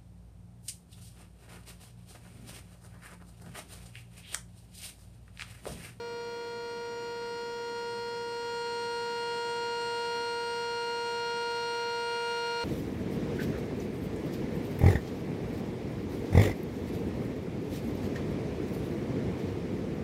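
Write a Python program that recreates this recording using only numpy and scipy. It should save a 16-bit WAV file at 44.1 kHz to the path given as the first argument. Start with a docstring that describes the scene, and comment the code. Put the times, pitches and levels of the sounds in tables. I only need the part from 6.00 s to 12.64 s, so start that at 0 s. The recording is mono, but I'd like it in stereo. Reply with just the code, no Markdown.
"""A steel kettle whistles on a kitchen hob, over jet hiss, boiling water and appliance hum.
It starts soft: a strong, reedy low note and a weak, sharp high one, like a harmonica chord.
Both share one steam jet, so sum and difference tones appear. Up to about 4 s the steam builds:
the chord grows louder and brighter, and the high note settles. Droplets spit now and then.
From 6 s the boil turns hard and the hiss climbs further."""
import sys
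import numpy as np
from scipy import signal
from scipy.fft import rfft, irfft, next_fast_len
from scipy.io import wavfile

SR = 44100
rng = np.random.default_rng(int(sys.argv[2]) if len(sys.argv) > 2 else 0)


def master(y):
    """Save y as 16-bit WAV."""
    cut = np.clip(np.atleast_2d(y).T, -1, 1)
    pcm = np.round(cut * 32767)  # scale
    wavfile.write(sys.argv[1], SR, pcm.astype(np.int16))


N = 292824
TIME_S = np.arange(N) / SR

# steam driving the whistle: t/s, level/dB
STEAM_LEVEL = [(0.05, -46), (1.01, -44.5), (1.32, -43), (1.5, -43.5), (1.83, -42), (2.25, -42.5),
               (2.69, -39), (4.14, -36.5), (4.54, -37.5), (6.58, -36)]
# hand-held microphones drifting through the room's standing waves: t/s, place/1
MIC_DRIFT = [(0, -1.3), (.7, -0.89), (1.9, .9), (2.4, 0.7), (3.3, 0.71), (4.8, -0.043), (6.64, -1.1)]
# low note's harmonics at full steam: multiple, left level/dB, right level/dB, growth/(dB/dB of steam),
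# left slope/(dB/place), right slope/(dB/place), left lead/rad, lead turn/(rad/dB of steam)
LOW_HARMONICS = [(1, -38.7, -35.8, 0.3, 0.3, 0.2, -0.1, -0.02),
                 (2, -34.2, -44.4, 1.0, 0.5, 0.9, -0.6, -0.02),
                 (3, -37.2, -47.2, 1.1, -0.4, -2.2, 1.2, 0.02), (4, -48.7, -62.1, 0.5, 1.0, 0.8, 1.4, 0.04),
                 (5, -50.4, -57.8, 1.0, -2.1, -6.3, 1.3, 0.04),
                 (6, -49.7, -43.9, 1.3, 0.5, -0.3, -1.2, 0.06), (7, -54.7, -46.5, 0.7, 1.7, 1.5, -2.9, 0.1),
                 (8, -55.2, -55.7, 0.3, -1.0, -4.1, -2.0, 0.1),
                 (9, -45.4, -46.2, 1.2, 0.1, -0.5, -0.5, -0.04),
                 (10, -54.9, -60.4, 0.5, 1.9, -1.5, 0.5, 0.14), (11, -61.8, -60.4, 0.4, 3.6, 0.1, 0.5, 0.1),
                 (12, -57.8, -57.6, 0.7, -2.3, 1.3, -0.2, 0.0),
                 (13, -71.4, -72.1, 1.3, -2.9, -2.9, 1.2, 0.2),
                 (14, -65.9, -72.5, 0.8, -0.2, -0.2, -0.6, -0.2),
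                 (15, -69.0, -67.8, 0.3, 6.0, -0.2, 0.6, 0.04),
                 (16, -60.7, -62.8, 1.4, 5.1, 2.7, 2.4, -0.02),
                 (17, -69.0, -67.4, 0.4, 4.0, -1.4, -1.7, 0.1),
                 (18, -62.7, -58.8, 1.5, 3.9, 1.8, 1.0, -0.02),
                 (19, -75.9, -67.6, 1.2, -1.1, -0.1, -1.4, -0.2),
                 (20, -83.5, -74.6, 1.4, -2.8, 6.3, -0.7, -0.06)]
# high note's harmonics, sum and difference tones at full steam: low multiple, high multiple,
# left level/dB, right level/dB, left and right growth/(dB/dB of steam), left lead/rad
HIGH_AND_MIXED_TONES = [(0, 1, -46.2, -42.8, .2, 1.1, 2.85), (0, 2, -60, -56, 1.2, 1.2, -2.7),
                        (0, 3, -56.4, -59.5, 1, .3, -2.7), (0, 4, -65, -66.5, 1.6, .7, .5),
                        (0, 5, -70, -63.3, .5, 1.5, -.4), (0, 6, -69.5, -73, 1.2, .5, -.7),
                        (-1, 2, -66, -69.5, .6, .7, .1), (1, 1, -66.3, -64.5, -.3, -.3, -1.9),
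                        (2, 1, -57.7, -63.5, 1.1, .9, .7), (3, 1, -57.8, -62.9, 1.3, .7, -.2),
                        (4, 1, -72, -75.5, 1, .3, 2.9), (7, 1, -68.7, -75.2, 1.4, 1.1, 1.2),
                        (1, 2, -62.3, -75.8, .8, .1, .3), (1, 3, -59.5, -72.9, 1.2, .5, -2.8)]
# jet noise density before gain: f/Hz, level/dB
JET_SPECTRUM = [(400, -102), (700, -94), (950, -85.5), (1150, -89.5), (1450, -87.5), (1900, -87),
                (2600, -87.5), (4000, -91.5), (6500, -99.5), (8500, -94.5), (9400, -106), (10200, -119),
                (12500, -107), (15700, -110)]
# droplets in the spout: t/s, level/dB
DROPLETS = [(.288, -59), (3.503, -59), (3.678, -49), (3.803, -55), (4.813, -61), (5.822, -55)]
# boiling water's noise density: f/Hz, level/dB
BOIL_SPECTRUM = [(20, -108), (40, -85.5), (80, -92.5), (108, -78), (135, -84), (165, -77), (190, -78),
                 (212, -72.5), (245, -81.5), (410, -77.5), (530, -81), (700, -89.5), (1500, -99),
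                 (5000, -112)]
# hob and appliance lines: f/Hz, rms level/dB
HUM_LINES = [(59.5, -69.5), (106, -67.5), (120, -63.5), (318, -68), (412, -78)]
# likeness of the noise at the two microphones: f/Hz, coherence/1
MIC_COHERENCE = [(100, 0.78), (300, 0.96), (550, 0.86), (1000, 0.54), (2500, 0.28), (6000, 0.06),
                 (14000, 0.046)]

FULL_STEAM_DB = -37
LOW_HZ, SAG_HZ_PER_S = 471.72, .125
HIGH_HZ, SHARP_HZ_PER_DB2 = 673.6, .08


def whistle(flutter_db=0.21, sheen_db=-86, high_turn_rad_per_db=-0.11):
    """Two self-sustained notes in one jet; each modulates the other, both brighten with the steam."""
    drive_db = steam_drive_db()
    steam_db = drive_db + flutter_db * wander(24)
    place = follow(MIC_DRIFT)
    low_rad = phase_rad(LOW_HZ - SAG_HZ_PER_S * TIME_S, jitter_hz=.1, rate_hz=25)
    high_rad = phase_rad(HIGH_HZ + SHARP_HZ_PER_DB2 * drive_db ** 2, jitter_hz=.4, rate_hz=12)
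    out = np.zeros((2, N))
    for k, left_db, right_db, growth, left_slope, right_slope, lead_rad, turn in LOW_HARMONICS:
        left_db += growth * steam_db + left_slope * place
        right_db += growth * steam_db + right_slope * place
        lead_rad += turn * drive_db
        out += partial(k * low_rad, k * LOW_HZ, left_db, right_db, lead_rad)
    for k, m, left_db, right_db, left_growth, right_growth, lead_rad in HIGH_AND_MIXED_TONES:
        left_db += left_growth * steam_db
        right_db += right_growth * steam_db
        lead_rad += high_turn_rad_per_db * drive_db  # standing waves shift as the note settles
        out += partial(k * low_rad + m * high_rad, k * LOW_HZ + m * HIGH_HZ, left_db, right_db, lead_rad)
    # each puff's sharp edge adds faint top harmonics
    top_db = sheen_db + steam_db
    for k in range(24, 34):
        out += partial(k * low_rad, k * LOW_HZ, top_db, top_db, rng.uniform(-np.pi, np.pi))
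    return out


def steam_drive_db():
    """Drive of the jet re full steam."""
    return follow(STEAM_LEVEL) - FULL_STEAM_DB


def partial(angle_rad, hz, left_db, right_db, lead_rad, scatter_hz=2170):
    """One stereo tone; it trembles and slowly fades in the standing waves, short waves most."""
    scatter_rad = (hz / scatter_hz) ** 2 * rng.standard_normal()  # the room scrambles high overtones
    sides = []
    for level_db, lag_rad in ((left_db, 0), (right_db, lead_rad)):
        sway_db = hz / 3000 * (0.89 * wander(2.45) + 0.16 * wander(1))
        sides.append(gain_of(level_db + sway_db) * np.sin(angle_rad + scatter_rad - lag_rad))
    return np.sqrt(2) * np.array(sides)


def jet_hiss(gain_db=-0.84, flicker_db=1.04, growth_db_per_db=0.59, hard_boil_s=6, climb_db_per_s=3.5):
    """Turbulent steam leaves the spout, flickering as it swells with the drive."""
    swell_db = growth_db_per_db * steam_drive_db()
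    climb_db = climb_db_per_s * np.maximum(TIME_S - hard_boil_s, 0)
    balance = gain_of([[1], [-1]])
    jet = room_noise(JET_SPECTRUM)
    return jet * gain_of(gain_db + swell_db + climb_db + flicker_db * wander(30)) * balance


def droplet_spits(band_hz=(1290, 2050), rise_s=0.0064):
    """Droplets caught in the jet sputter briefly in the spout."""
    envelope = np.zeros(N)
    for start_s, level_db in DROPLETS:
        age = np.clip((TIME_S - start_s) / rise_s, 0, 20)
        envelope += gain_of(level_db) * age * np.exp(1 - age)
    spout = signal.butter(2, band_hz, "bandpass", fs=SR, output="sos")
    fizz = signal.sosfilt(spout, rng.standard_normal((2, N)))
    return envelope * fizz / fizz.std()


def boiling_water(churn_db=0.16):
    """Bubbles churn the water, muffled by the steel body."""
    return room_noise(BOIL_SPECTRUM) * gain_of(-churn_db * wander(14))


def appliance_hum(waver_db=0.5):
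    """Low lines of mains and motors, the same at both microphones."""
    out = np.zeros(N)
    for hz, level_db in HUM_LINES:
        rms = gain_of(level_db + waver_db * wander(4))
        out += rms * np.sin(phase_rad(hz, jitter_hz=0.45, rate_hz=4.4))
    return np.sqrt(2) * out


def room_noise(spectrum):
    """Shaped stereo noise in the kitchen; long waves reach both microphones alike."""
    size = next_fast_len(N)
    hz = np.fft.rfftfreq(size, 1 / SR)
    left, independent = rfft(rng.standard_normal((2, size)))
    coherence = interp_log_hz(MIC_COHERENCE, hz)
    right = coherence * left + np.sqrt(1 - coherence ** 2) * independent
    shaped = np.array([left, right]) * reflections(hz) * gain_of(interp_log_hz(spectrum, hz))
    return irfft(shaped, size)[:, :N] * np.sqrt(SR / 2)


def reflections(hz, strength=0.52, count=10):
    """Early echoes off wall, hob and pans ripple the spectrum, differently at each microphone."""
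    delays_s = rng.uniform(.001, .014, (count, 2, 1))
    echoes = sum(np.exp(-2j * np.pi * hz * delay_s) for delay_s in delays_s) / np.sqrt(count)
    share = strength * hz / (hz + 700)  # long waves bend round the pans
    return (1 + share * echoes) / np.sqrt(1 + share ** 2)


def phase_rad(hz, jitter_hz, rate_hz):
    """Running phase of a tone whose pitch trembles."""
    return 2 * np.pi * np.cumsum(hz + jitter_hz * wander(rate_hz)) / SR


def wander(rate_hz, size=4096):
    """Smooth random curve of rms 1, mostly slower than rate_hz."""
    hz = np.fft.rfftfreq(size, N / SR / size)
    white = rfft(rng.standard_normal(size))
    slow = irfft(white * (hz > 0) / (1 + (hz / rate_hz) ** 2))
    return np.interp(TIME_S, np.linspace(0, N / SR, size), slow / slow.std())


def follow(curve):
    """A time curve at every sample."""
    return np.interp(TIME_S, *np.transpose(curve))


def interp_log_hz(points, hz):
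    """Linear interpolation on a log-frequency axis."""
    points_hz, values = np.transpose(points)
    return np.interp(np.log(hz + 1), np.log(points_hz + 1), values)


def gain_of(db):
    """Decibels to amplitude."""
    return np.exp(np.asarray(db) * (np.log(10) / 20))


def scene():
    """The kettle and the kitchen around it."""
    return whistle() + jet_hiss() + droplet_spits() + boiling_water() + appliance_hum()


def record(dry):
    """Steep low-pass at the top of the treble."""
    edge_hz = 15720
    lowpass = signal.firwin(1023, edge_hz, window=("kaiser", 9), fs=SR)
    return signal.oaconvolve(dry, lowpass[None], "same")


dry = scene()
out = record(dry)
master(out)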